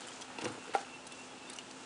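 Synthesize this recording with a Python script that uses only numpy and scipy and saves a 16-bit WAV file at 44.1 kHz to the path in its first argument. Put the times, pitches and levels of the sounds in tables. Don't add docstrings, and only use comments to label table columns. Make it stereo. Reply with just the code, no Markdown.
import sys
import numpy as np
from scipy import signal
from scipy.fft import rfft, irfft
from scipy.io import wavfile

SR = 44100
rng = np.random.default_rng(int(sys.argv[2]) if len(sys.argv) > 2 else 0)


def file_out(sig):
    cols = np.atleast_2d(sig).T
    lim = np.clip(cols, -1, 1)
    pcm = np.round(lim * 32767).astype(np.int16)
    wavfile.write(sys.argv[1], SR, pcm)


N = 81585


def footfalls():
    # (time [s], level [dB], treble limit [Hz], bass limit [Hz], pitch of the spot [ratio])
    landings = [(0.3868, -36, 513, 216, 1), (0.4225, -37, 1100, 202, 1), (0.4376, -35, 1310, 70, 0.92),
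                (0.4440, -35.5, 1400, 67, 1.08), (0.4578, -29, 726, 103, 1.01), (0.4638, -30, 1300, 232, 1),
                (0.503, -32.5, 352, 100, 1.02), (0.576, -38.5, 790, 336, .94), (0.678, -54, 785, 313, 1),
                (0.694, -36, 550, 353, 0.96)]
    # (pitch [Hz], level [dB], ring time [s])
    thump_notes = [(119, -8.5, 0.19), (313, -10.5, 0.078), (349.4, -4.5, 0.045), (475, -1, 0.046),
                   (650, -15, 0.03), (775, -6.5, 0.071), (875, -7, 0.03), (1042, -12, 0.043),
                   (1350, -13, 0.058), (1780, -24, 0.02), (2360, -16, 0.08)]
    # (time [s], level [dB], pitch of the spot [ratio])
    steps = [(0.2, -41.5, 1.08), (0.301, -39, 0.95), (0.3862, -35, 1.01), (0.4985, -44, 1.2),
             (1.587, -47, 1.02)]
    # (pitch [Hz], level [dB], ring time [s])
    pat_notes = [(895, -1, 0.035), (1324, -10, 0.07), (1900, -16, 0.12)]
    treble_hz, bass_hz = 2550, 465
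    pats = [(time, db, treble_hz, bass_hz, pitch) for time, db, pitch in steps]
    return in_cage(strike(landings, thump_notes) + strike(pats, pat_notes), echo_db=-11)


def wheel_knock():
    # (time [s], level [dB])
    contacts = [(0.7436, -35), (0.7503, -19)]
    # (pitch [Hz], level [dB], ring time [s])
    notes = [(456, -9, 0.024), (475, -15, 0.051), (642, -15.5, 0.093), (706, -21.5, 0.2), (787, -1, 0.049),
             (801, -15.5, 0.27), (1150, -20, 0.084), (1323, -23, 0.19), (1387, -9, 0.06), (1524, -27, 0.16),
             (1870, -15, 0.04), (2070, -11, 0.02), (2220, -27, 0.028)]
    treble_hz, bass_hz = 2270, 393
    hits = [(time, db, treble_hz, bass_hz, 1) for time, db in contacts]
    return in_cage(strike(hits, notes), echo_db=-16.5)


def wheel_rumble():
    # (time [s], level [dB])
    loudness = [(0, -51.5), (0.22, -54.5), (0.28, -56), (0.33, -52), (0.38, -52.5), (0.46, -45),
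                (0.53, -50), (0.61, -56.5), (0.68, -50), (0.728, -63), (0.745, -42.5), (0.82, -51),
                (0.95, -58.5), (1.85, -56.5)]
    # (frequency [Hz], level [dB])
    tone = [(30, -28), (60, -12), (115, -17), (170, -4.5), (300, -15), (480, 3.5), (650, -6.5), (850, 4.5),
            (1080, -5), (1350, 2), (1900, -5), (3000, -7.5), (6000, -17.5)]
    return level(loudness) * colour(clicks(per_s=2500, spread_db=3.0), tone)


def claw_taps():
    # (time [s], level [dB], pitch of the spot [ratio])
    taps = [(0.0851, -44.5, 1.1), (0.1183, -48, 1.15), (0.2218, -42.5, 1.17), (0.3852, -37.5, .97),
            (0.4545, -39, 1), (0.8505, -48, 0.96), (1.0675, -52, 1.42), (1.1215, -49, 1.25),
            (1.5005, -45, 1.32), (1.533, -55, 1.46), (1.5866, -38.5, 1.03), (1.5960, -52, 1.02),
            (1.6165, -53, 1.2)]
    # (pitch [Hz], level [dB], ring time [s])
    notes = [(2700, -6.5, 0.049), (2817, 2, 0.037), (3255, -14, 0.018), (3540, -8, 0.031),
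             (4220, -8, 0.034), (4830, -13, 0.017), (6250, -15.5, 0.0083), (6500, -20, 0.025)]
    treble_hz, bass_hz = 8950, 2080
    hits = [(time, db, treble_hz, bass_hz, pitch) for time, db, pitch in taps]
    return in_cage(strike(hits, notes), echo_db=-9)


def claw_scratches():
    # (time [s], level [dB], length [s], treble tilt [dB per octave], note [Hz])
    scratches = [(0.007, -45.5, 0.0018, 26, 4860), (0.014, -52.5, 0.042, 4, 3150),
                 (0.068, -53, 0.024, 22, 7300), (0.205, -60, 0.0084, -26, 3360),
                 (0.2112, -45.5, 0.002, 8, 8900), (0.216, -45.5, 0.0093, 5.5, 5950),
                 (0.386, -49, 0.0065, 8, 3340), (0.41, -45.5, 0.013, 4, 2830),
                 (0.4416, -43, 0.011, 12, 5900), (0.4541, -37, 0.0011, -5, 5700),
                 (0.478, -51.5, 0.01, 13, 3860), (0.52, -53, .005, 24, 7220), (0.7, -53, 0.025, -7, 4430),
                 (0.736, -41, 0.011, -10, 1430), (0.7367, -47.5, 0.019, 12.5, 3670),
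                 (1.0676, -47.5, 0.0077, 12, 9700), (1.121, -46, 0.0021, 20, 3520),
                 (1.49, -55, 0.038, -6, 4600), (1.4981, -42.5, 0.0034, 32, 7600),
                 (1.531, -46.5, 0.0051, 16.5, 4040), (1.561, -47, 0.0032, 18, 5800),
                 (1.5860, -44.5, 0.0035, 7.5, 6090), (1.59, -55, .003, 7, 7760),
                 (1.71, -49, 0.0026, 8, 4430)]
    # (frequency [Hz], level [dB])
    tone = [(40, -88), (300, -23), (1200, 3.5), (2200, 9), (3300, 6.5), (4500, 3.5), (6000, 0),
            (8000, -4.5), (10000, -10)]
    rise_s, fade_s, ring_db, ring_width_hz = 0.0004, 0.0031, -8, 350
    t, out = seconds(), 0
    for start, db, length, tilt_db, ring_hz in scratches:
        rise = np.clip((t - start) / rise_s, 0, 1)
        fade = np.exp(-np.maximum(t - start - length, 0) / fade_s)
        slips = colour(clicks(per_s=7600, spread_db=3.5), tone, tilt_db)
        ring_filter = signal.iirpeak(ring_hz, ring_hz / ring_width_hz, fs=SR)
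        ring = unit_power(signal.lfilter(*ring_filter, slips))
        out = out + from_db(db) * rise * fade * unit_power(slips + from_db(ring_db) * ring)
    return out


def shavings():
    # (time [s], level [dB])
    loudness = [(0, -71), (0.14, -54), (0.27, -67), (0.37, -93), (0.46, -72), (0.55, -61), (0.66, -61),
                (0.725, -81), (0.755, -57.5), (0.81, -54.5), (0.89, -75), (1.02, -103), (1.10, -63),
                (1.24, -58), (1.32, -72.5), (1.45, -67), (1.52, -67), (1.85, -61.5)]
    # (frequency [Hz], level [dB])
    tone = [(50, -42), (300, -7), (1000, -9), (2000, -10.5), (3200, -5.5), (4500, -1), (7500, 2.5),
            (10000, -10.5)]
    crackle = in_cage(clicks(per_s=5700, spread_db=4.0), echo_db=-16.5)
    clumps = from_db(1.2 * drift(rate_hz=40))
    return level(loudness) * clumps * colour(crackle, tone)


def squeaks():
    # (time [s], length [s], first pitch [Hz], last pitch [Hz], level [dB], roughness [0-1])
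    whistles = [(0.561, 0.21, 2720, 2640, -55, 0.1), (0.863, 0.1, 2674, 2695, -54.5, 0.2),
                (0.917, 0.066, 2720, 2683, -51, 0.02), (1.104, 0.058, 2653, 2707, -53, 0.2),
                (1.164, 0.083, 2680, 2730, -50.5, 0.2), (1.279, 0.08, 3380, 3300, -58, 0.3),
                (1.34, 0.22, 2620, 2710, -59, 0.1), (1.47, 0.024, 3570, 3610, -52.5, 0)]
    wobble_hz, rub_width_hz = 6.3, 130
    t, out = seconds(), 0
    for start, length, first_hz, last_hz, db, rough in whistles:
        progress = np.clip((t - start) / length, 0, 1)
        hz = first_hz + (last_hz - first_hz) * progress + wobble_hz * drift(rate_hz=55)
        phase = 2 * np.pi * np.cumsum(hz) / SR
        rub = (drift(rub_width_hz) * np.sin(phase) + drift(rub_width_hz) * np.cos(phase)) / np.sqrt(2)
        squeak = np.sqrt(1 - rough) * np.sin(phase) + np.sqrt(rough) * rub
        out = out + from_db(db) * np.sin(np.pi * progress) * squeak
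    return out


def room():
    # (frequency [Hz], level [dB])
    hiss_tone = [(20, 12.5), (45, -0.5), (80, 1), (130, -2), (200, 1), (330, 3), (600, -1), (850, 0.5),
                 (1400, -5), (2000, -10), (2450, -6.5), (2780, -2), (3100, -8.5), (4500, -11.5),
                 (7700, -12), (10000, -19)]
    # (pitch [Hz], level [dB])
    hums = [(59.5, -68), (119.5, -70.5), (258.0, -60.5), (8001, -84), (8033, -85)]
    hiss_db, waver_db, wander_hz = -51, 1.06, 2.01
    out = from_db(hiss_db) * colour(rng.standard_normal(N), hiss_tone)
    for hz, db in hums:
        phase = 2 * np.pi * np.cumsum(hz + wander_hz * drift(rate_hz=9.2)) / SR
        out = out + np.sqrt(2) * from_db(db + waver_db * drift(rate_hz=6.0)) * np.sin(phase)
    return out


def strike(hits, notes, vary_db=0.7):
    out, t = np.zeros(N), np.arange(SR // 2) / SR
    hz, note_db, ring_s = np.transpose(notes)[:, :, None]
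    for time, db, treble_hz, bass_hz, pitch in hits:
        rings = np.sin(2 * np.pi * pitch * hz * t) * np.exp(-np.log(1000) * t / ring_s)
        gains = from_db(db + note_db[:, 0] + vary_db * rng.standard_normal(len(notes)))
        blow = signal.sosfilt(signal.butter(2, treble_hz, fs=SR, output="sos"), gains @ rings)
        blow = signal.sosfilt(signal.butter(4, bass_hz, "high", fs=SR, output="sos"), blow)
        start = int(time * SR)
        out[start:start + len(t)] += blow[:N - start]
    return out


def in_cage(x, echo_db, ring_s=0.42, first_echo_s=0.0019):
    t = np.arange(SR // 2) / SR
    tail = rng.standard_normal(len(t)) * np.exp(-np.log(1000) * t / ring_s) * (t > first_echo_s)
    return x + from_db(echo_db) * signal.fftconvolve(x, tail / np.linalg.norm(tail))[:N]


def clicks(per_s, spread_db):
    sizes = from_db(spread_db * np.minimum(rng.exponential(1, N), 4))
    return sizes * rng.choice([-1, 1], N) * (rng.random(N) < per_s / SR)


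def colour(x, tone, tilt_db=0, top_hz=10050):
    hz, db = np.transpose(tone)
    octave = np.log2(np.maximum(np.arange(N // 2 + 1) * SR / N, 1))
    gain = from_db(np.interp(octave, np.log2(hz), db) + tilt_db * octave)
    below_top = octave < np.log2(top_hz) + 0.1
    return unit_power(irfft(rfft(x) * gain * below_top, N))


def drift(rate_hz):
    step, warm_up = 40, 2000
    memory = np.exp(-2 * np.pi * rate_hz * step / SR)
    noise = rng.standard_normal(N // step + warm_up + 2)
    slow = signal.lfilter([1], [1, -2 * memory, memory ** 2], noise)[warm_up:]
    return np.interp(np.arange(N) / step, np.arange(len(slow)), unit_power(slow))


def level(curve):
    return from_db(np.interp(seconds(), *np.transpose(curve)))


def from_db(db):
    return 10 ** (np.asarray(db) / 20)


def unit_power(x):
    return x / np.sqrt(np.mean(x ** 2) + 1e-20)


def seconds():
    return np.arange(N) / SR


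def scene():
    wheel = footfalls() + wheel_knock() + wheel_rumble()
    claws = claw_taps() + claw_scratches()
    return np.tile(wheel + claws + shavings() + squeaks() + room(), (2, 1))


def record(dry):
    bass_hz, top_hz = 141, 10050
    thin = signal.sosfilt(signal.butter(2, bass_hz, "high", fs=SR, output="sos"), dry)
    return signal.sosfilt(signal.ellip(12, 0.1, 70, top_hz, fs=SR, output="sos"), thin)


dry = scene()
out = record(dry)
file_out(out)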